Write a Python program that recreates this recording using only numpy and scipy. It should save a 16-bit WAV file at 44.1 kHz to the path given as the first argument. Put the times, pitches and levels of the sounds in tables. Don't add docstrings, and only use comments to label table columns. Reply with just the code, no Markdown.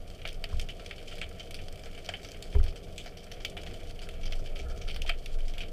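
import sys
import numpy as np
from scipy import signal
from scipy.fft import rfft, irfft, next_fast_len
from scipy.io import wavfile
from scipy.ndimage import uniform_filter1d, map_coordinates

SR = 44100
rng = np.random.default_rng(int(sys.argv[2]) if len(sys.argv) > 2 else 0)


def generate_wav(signal):
    frames = np.transpose(np.atleast_2d(signal))
    scaled = np.clip(frames, -1, 1) * 32767
    pcm = np.round(scaled).astype(np.int16)
    wavfile.write(sys.argv[1], SR, pcm)


N = 252252

# (time [s], nominal peak [dB], lows [dB re peak], treble [dB re peak], echo [dB])
NEAR_SNAPS = [(0.1007, -42.5, -18, -7, -13), (0.217, -39.5, -28, -24, -4), (0.2523, -26, -17, -24, 1),
              (0.2753, -32.5, -27, -8, 1), (0.3287, -41.5, -20, -7, -13), (0.4407, -25, -23, -21.5, -15),
              (0.5107, -47, -14, -14, 5), (0.5959, -28.5, -22, -8.5, -5.5), (0.6134, -40, -27, 6, -4),
              (0.6877, -34, -27, -23.5, -1), (0.7961, -38.5, -13, -16, 2), (0.8613, -34.5, -27, -14.5, -11),
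              (0.9103, -29.5, -20, -22.5, -5.5), (0.9812, -39.5, -25, -18, -3), (1.075, -39.5, -30, -12, 3),
              (1.1129, -37.5, -20, -17, 10), (1.1543, -41.5, -22, -7, 3), (1.1827, -38.5, -19, -10, -3),
              (1.2146, -26, -19.5, -21, -1), (1.3129, -44, -4, -12, -5), (1.3967, -34.5, -19.5, -14, 1.5),
              (1.5085, -35.5, -19, -5, -8), (1.5438, -32, -24, -9.5, -5.5), (1.5893, -37.5, -17, -22, -2),
              (1.6836, -39.5, -34, -14, -11), (1.7255, -44, -14, 19, -13), (1.7572, -44, -36, -8, -25),
              (1.7938, -42.5, -19, -8, -6), (1.8357, -39, -12, -10, -6), (1.8582, -39.5, -13, -16, -1),
              (1.949, -40.5, -19, -16, 0), (1.9764, -38, -15, -21, -5), (2.0462, -42, -22, -5, 10),
              (2.0897, -23.5, -10, -17.5, -5), (2.138, -26.5, -17.5, -23, 0), (2.2314, -42, -15, -5, 3),
              (2.2473, -36, -13, -7, 1), (2.2872, -40.5, -21, -6, -6), (2.3174, -38.5, -23, -5, -24),
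              (2.3461, -42.5, -21, -27, -3), (2.4249, -33.5, -21, -1, -6), (2.5267, -40.5, -20, -16, 3),
              (2.6299, -43.5, -17, -11, 3), (2.6399, -39.5, -18, -7, -3), (2.6634, -40, -11, -12, 4),
              (2.6808, -39.5, -25, -10.5, 3), (2.7584, -40.5, -14.5, -11, 1), (2.9796, -31, -36, -14, 1),
              (3.0604, -36, -8, -7, 2), (3.1712, -40, -27, -6, 1), (3.242, -44.5, -15, 10, -16),
              (3.3159, -35, -19, -8, -3), (3.4012, -42.5, -8, -5, 14), (3.4492, -22, -27, -15.5, -7),
              (3.4984, -40.5, -31, -2, -3), (3.5684, -32, -13, -23, -7), (3.5759, -33.5, -30, -17, -2),
              (3.634, -37, -12, -9.5, -8), (3.6641, -37, -14.5, -14.5, 5), (3.71, -43, -13, -17, -2),
              (3.7414, -40, -21, -13, -10), (3.8924, -55, -11, 6, -8), (3.909, -41.5, -29, -11, -16),
              (3.9913, -38, -27, -17, -1), (4.0183, -40, -14, -7, 4), (4.0889, -34.5, -16, -10.5, -3.5),
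              (4.2328, -38, -24, -15.5, 1), (4.2557, -36.5, -21, -8, 2), (4.3226, -30.5, -18.5, -12, -3.5),
              (4.3544, -46.5, -14, -2, 8), (4.4598, -38.5, -22, -20, 0.5), (4.559, -36, -23, -17, -1),
              (4.59, -38.5, -22, -10, 4.5), (4.7755, -43, -18, -4, -7), (4.813, -37.5, -26, -14, 8),
              (4.8795, -36.5, -24, -13.5, 10), (4.9134, -35, -30, -17, -5), (4.9437, -39.5, -15, -4, 0),
              (4.9621, -31.5, -16, -10.5, -8), (5.0191, -27.5, -45, -16, -9), (5.0624, -34.5, -26, -14, 3),
              (5.0764, -34, -21, -12, 6), (5.0814, -36, -15, -30, 7), (5.0942, -18.5, -22, -26.5, -13),
              (5.2595, -32.5, -35, -13.5, -14), (5.4051, -41.5, -20, -13, -7), (5.4809, -39, -19, -4, 2),
              (5.537, -39.5, -18, -10, 4), (5.5812, -32, -32, -21, -4), (5.6052, -30, -26, -20, 4.5),
              (5.6331, -37, -24, -22, 2)]
# (low edge [Hz], high edge [Hz])
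SNAP_BANDS = [(1000, 1900), (1900, 4000), (4000, 15000)]
# (frequency [Hz], relative density [dB per Hz])
HOUSING_SLOPE = [(320, -31.5), (550, -9.5), (678, 1), (962, -22), (1360, -9), (2070, -7), (2290, -1),
                 (2780, -5.5), (3110, 0.5), (3940, -14.5), (4600, -11), (6890, -21.5), (8040, -20.5),
                 (14300, -32), (15500, -29)]
# (frequency [Hz], width [Hz], height above the slope [dB])
HOUSING_MODES = [(926, 67, 2.5), (1340, 70, 5), (2300, 80, 3), (3060, 120, 1.5), (4460, 200, 2.5)]
# (time [s], level [dB rms])
FAR_BED_LEVEL = [(0.0, -59), (1.23, -56.5), (1.81, -59), (2.18, -56.5), (2.77, -59.5), (3.46, -56),
                 (4.84, -60), (4.95, -57.5), (5.32, -56.5), (5.72, -59.5)]
# (time [s], blow [dB], hardness: mount and scuff against the blow [dB])
SHAFT_KNOCKS = [(0.513, -6, -16), (2.536, 4.5, -0.5)]
# (frequency [Hz], level re blow [dB], t60 [s], signed swing [factor])
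SHAFT_MODES = [(21.13, 1, 0.37, 0.35), (62.6, -16.5, 0.335, 1), (86, -18, 0.41, -0.42)]
# (frequency [Hz], level re blow and hardness [dB], t60 [s])
MOUNT_MODES = [(187, -53, 0.51), (302, -41, 0.16), (406.3, -28, 0.15)]
# (time [s], level over the first 10 ms [dB rms], centre [Hz])
MOUNT_TICKS = [(.527, -51, 1080), (2.548, -50, 1650), (2.599, -52, 1500), (5.047, -47, 680)]
# (time [s], first-mode level [dB], 34 Hz wag level [dB]), before flutter
HAND_SWAY = [(0, -37.5, -51), (.17, -47.5, -58), (.42, -34.5, -46), (.76, -49.5, -57), (1.2, -39, -62),
             (1.35, -46.5, -60), (1.7, -37.5, -63), (1.8, -53, -48), (1.87, -37, -58), (2.2, -55, -57),
             (2.5, -42, -42.5), (2.86, -46, -53), (3.47, -46, -54.5), (4.18, -37, -44), (4.3, -27, -44),
             (4.39, -28.5, -45), (4.44, -38, -55), (4.52, -28.5, -46), (4.64, -42.5, -39),
             (4.73, -28.5, -37), (4.79, -58, -35.5), (4.86, -26, -43), (4.95, -34, -42), (5.11, -25, -44),
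             (5.21, -41, -43), (5.37, -26.5, -46), (5.57, -31.5, -41), (5.72, -37, -56)]
# (centre [s], length [s], level at the centre [dB rms])
GRIP_SHIFTS = [(0.125, .08, -49), (1.265, 0.12, -47), (1.87, 0.09, -49), (3.66, 0.091, -45.5),
               (4.16, 0.16, -46), (4.676, 0.17, -37.5), (5.04, .28, -42), (5.37, 0.1, -50)]
# (frequency [Hz], width [Hz], height above the slope [dB])
RUB_MODES = [(1270, 200, 24), (1400, 160, 20), (1720, 110, 27)]
# (frequency [Hz], relative density [dB per Hz])
WASH_SLOPE = [(16, -15.5), (28, -5.5), (100, -9.5), (241, -18.5), (346, -17.5), (466, -17), (575, -13.5),
              (658, -14), (720, -16.5), (874, -35), (1000, -37), (1300, -81), (2200, -120)]
# (frequency [Hz], width [Hz], height above the slope [dB])
WASH_MODES = [(38.3, 2, 2.5), (86.9, 10.5, 9), (135.8, 4.7, 5.5), (180.6, 8.6, 10), (403, 13.4, 8),
              (470.7, 28, 8.5), (560, 73, -3.5)]
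# (frequency [Hz], relative density [dB per Hz])
MIC_HISS = [(1150, 17), (2000, 3.5), (6000, -1), (12000, -0.5), (15000, -8)]
# (frequency [Hz], level [dB rms])
WHISTLE_TONES = [(13846, -92), (13906, -83), (13966, -93.5)]

BODY_DB = -7.5
FAINT_DB, FAINT_LOWS_DB, FAINT_TREBLE_DB, FAINT_ECHO_DB = -51.5, -4.5, -2.5, -5.5
FAINT_SPREAD_DB, COLOUR_SPREAD_DB = 5, 9
WAG_FLUTTER_DB = 2
RUB_S, RUB_LENGTH_S, RUB_DB = 4.76, 0.35, -59
TOP_HZ = 15300


def near_snaps():
    rows = np.vstack([NEAR_SNAPS, lesser_snaps(count=60)])
    start_s, peak_db, lows_db, treble_db, echo_db = rows.T
    count = len(start_s)

    hz = np.fft.rfftfreq(8192, 1 / SR)
    power = amp(2 * shape(HOUSING_SLOPE, HOUSING_MODES, hz))
    usual_db = [10 * np.log10(power[(hz > a) & (hz < b)].sum() / power.sum()) for a, b in SNAP_BANDS]
    body_db = np.full(count, BODY_DB)
    tilt_db = np.transpose([lows_db, body_db, treble_db]) - BODY_DB - usual_db
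    centres_hz = [1400, 2750, 5500]

    favour_db = rng.normal(0, 3, (count, len(HOUSING_MODES)))
    modes = [(c, w, db + favour_db[:, [k]]) for k, (c, w, db) in enumerate(HOUSING_MODES)]
    sheen_db = -2.5 - 0.18 * echo_db[:, None]
    spots_hz = np.geomspace(5000, 15000, 8)
    blotch_db = 4.5 * rng.standard_normal((count, len(spots_hz)))

    def path_db(f):
        tilt = np.array([along(np.c_[centres_hz, row], f) for row in tilt_db])
        sheen = sheen_db * along([(6000, 0), (12000, 1)], f)
        blotches = np.array([np.interp(f, spots_hz, row) for row in blotch_db])
        blotches = blotches * along([(4000, 0), (5500, 1)], f)
        return shape(HOUSING_SLOPE, modes, f) + tilt + sheen + blotches

    snaps = causal(echoes(echo_db, count=6144), path_db)
    body_rms = np.sqrt(np.mean(snaps[:, 88:350] ** 2, axis=1, keepdims=True))
    snaps = snaps / body_rms
    out = np.zeros(N + SR)
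    for start, db, snap in zip(start_s, peak_db, snaps):
        first = round((start - 0.0015) * SR)
        out[first:][:len(snap)] += amp(db + BODY_DB) * snap
    return out[:N]


def lesser_snaps(count):
    means = [FAINT_DB, FAINT_LOWS_DB, FAINT_TREBLE_DB, FAINT_ECHO_DB]
    spreads = [FAINT_SPREAD_DB, COLOUR_SPREAD_DB, COLOUR_SPREAD_DB, FAINT_SPREAD_DB]
    levels = means + spreads * rng.standard_normal((count, 4))
    return np.c_[0.002 + rng.random(count) * N / SR, levels]


def echoes(echo_db, count):
    rows, t = len(echo_db), np.arange(count) / SR - 0.002
    knots = rng.standard_normal((rows, count // 64))
    lumps = amp(4.5 * uniform_filter1d(np.repeat(knots, 64, axis=1), size=48, axis=1))
    crack = amp(5 - 60 * np.abs(t) / 0.018)
    build_up = 1 - np.exp(-np.abs(t) / 0.0048)
    tail = amp(echo_db[:, None] - 60 * t / 0.13) * lumps * build_up
    collapse = amp(13.5) * np.exp(-(t * SR / 0.95) ** 2)
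    lead_in = amp(-10)
    envelope = np.where(t < 0, lead_in, crack + tail)
    drive = collapse + envelope * rng.standard_normal((rows, count))
    dull = causal(drive, lambda f: along([(4000, 0), (9000, -5)], f))
    fresh = (t > -0.0002) * np.exp(-np.abs(t) / 0.004)
    return fresh * drive + (1 - fresh) * dull


def far_snaps(count=1100):
    t, bed = np.arange(SR // 5) / SR, 0
    decay = amp(-120 * t / 0.013) + amp(-8 - 120 * t / 0.11)
    for centre_hz, level_db in [(1500, 3.5), (3000, -4), (7000, 9.5)]:
        place, chance = rng.random((2, count))
        size_db = np.minimum(-6 * np.log(1 - chance), 17)
        clicks = np.bincount((place * N).astype(int), amp(2 * size_db), N)
        power = signal.fftconvolve(clicks, decay)[:N]
        crackle = np.sqrt(np.abs(power)) * rng.standard_normal(N)

        def path_db(f):
            band = level_db - 5 * np.log2((f + 1) / centre_hz) ** 2 - 30 * (f < 900)
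            return shape(HOUSING_SLOPE, HOUSING_MODES, f) + band

        bed = bed + causal(crackle, path_db)
    return amp(curves(FAR_BED_LEVEL)[0]) * unit(bed)


def knocks():
    out, t = np.zeros(N + SR), np.arange(SR) / SR

    def ring(hz, db, t60):
        return amp(db - 60 * t / t60) * np.sin(2 * np.pi * hz * t)

    def scuff_db(f):
        return along([(150, 0), (350, -3.5), (1000, -13), (2000, -42)], f)

    for start, blow_db, hard_db in SHAFT_KNOCKS:
        for hz, level, t60, swing in SHAFT_MODES:
            rise = 1 - np.exp(-t / (0.007 + 0.79 / hz))
            arrival = start + 0.082 / np.sqrt(hz)
            out[round(arrival * SR):][:SR] += swing * rise * ring(hz, blow_db + level, t60)
        mount = sum(ring(*mode) for mode in MOUNT_MODES) * (1 - np.exp(-t / 0.014))
        scuff = causal(amp(-60 * t / 0.11) * rng.standard_normal(SR), scuff_db)
        out[round((start + 0.0135) * SR):][:SR] += amp(blow_db + hard_db) * (mount + amp(-19.5) * scuff)
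    return out[:N] + mount_ticks()


def mount_ticks():
    out, t = np.zeros(N + SR), np.arange(SR) / SR
    for start, db, hz in MOUNT_TICKS:
        burst = amp(-60 * t / 0.03) * rng.standard_normal(SR)
        puff = causal(burst, lambda f: -45 * np.log2((f + 1) / hz) ** 2)
        out[round(start * SR):][:SR] += amp(db) * puff / np.std(puff[:SR // 100])
    return out[:N]


def sway():
    rock_db, wag_db = curves(HAND_SWAY)
    rock = amp(rock_db + 2.0 * wobble(15))
    wag = amp(wag_db + WAG_FLUTTER_DB * wobble(3.8))
    grip = sum(amp(db) * swell(centre, length) for centre, length, db in GRIP_SHIFTS)
    second_mode_hz = SHAFT_MODES[1][0]
    swings = [(19.7 + 1.233 * wobble(1.6), rock),
              (34 + 2.57 * wobble(2.3), wag),
              (second_mode_hz + 1.16 * wobble(6), grip)]
    swing = sum(np.sqrt(2) * gain * np.sin(2 * np.pi * np.cumsum(hz) / SR) for hz, gain in swings)
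    return swing + rub()


def rub():
    slope = [(800, -23), (1500, -20), (2600, -31)]
    noise = causal(rng.standard_normal(N), lambda f: shape(slope, RUB_MODES, f))
    slips = amp(6 * wobble(45))
    return amp(RUB_DB) * swell(RUB_S, RUB_LENGTH_S) * unit(slips * noise)


def wash():
    drift = amp(0.8 * wobble(3))
    noise = causal(rng.standard_normal(N), lambda f: shape(WASH_SLOPE, WASH_MODES, f))
    return amp(-46.5) * drift * unit(noise)


def electronics():
    t = np.arange(N) / SR
    whistle = sum(np.sqrt(2) * amp(db) * np.sin(2 * np.pi * hz * t) for hz, db in WHISTLE_TONES)
    slope = [(600, -59), (900, -7)] + list(MIC_HISS)
    hiss = causal(rng.standard_normal(N), lambda f: along(slope, f))
    return whistle + amp(-67.5) * unit(hiss)


def amp(db):
    return 10 ** (np.asarray(db) / 20)


def unit(x):
    return x / np.sqrt(np.mean(x ** 2) + 1e-20)


def along(points, hz):
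    f, v = np.transpose(points)
    return np.interp(np.log(hz + 1), np.log(f + 1), v)


def curves(rows):
    s, *cols = np.transpose(rows)
    return [np.interp(np.arange(N) / SR, s, c) for c in cols]


def wobble(rate):
    knots = rng.standard_normal(int(N * rate / SR) + 4)
    return map_coordinates(knots, [np.arange(N) * rate / SR])


def swell(centre_s, length_s):
    return np.exp(-(2 * (np.arange(N) / SR - centre_s) / length_s) ** 2)


def shape(slope, modes, hz):
    return along(slope, hz) + sum(db / (1 + (2 * (hz - c) / w) ** 2) for c, w, db in modes)


def causal(x, db_of):
    m = next_fast_len(x.shape[-1] + 4096)
    cepstrum = irfft(np.log(amp(db_of(np.fft.rfftfreq(m, 1 / SR))) + 1e-6), m)
    fold = np.r_[1, 2 * np.ones(m // 2 - 1), 1, np.zeros(m - m // 2 - 1)]
    response = np.exp(rfft(cepstrum * fold))
    return irfft(rfft(x, m) * response, m)[..., :x.shape[-1]]


def scene():
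    return (near_snaps() + far_snaps() + knocks() + sway() + wash() + electronics())[None]


def record(dry):
    m = next_fast_len(N + 4096)
    kept = np.fft.rfftfreq(m, 1 / SR) < TOP_HZ
    return irfft(rfft(dry, m) * kept, m)[:, :N]


dry = scene()
out = record(dry)
generate_wav(out)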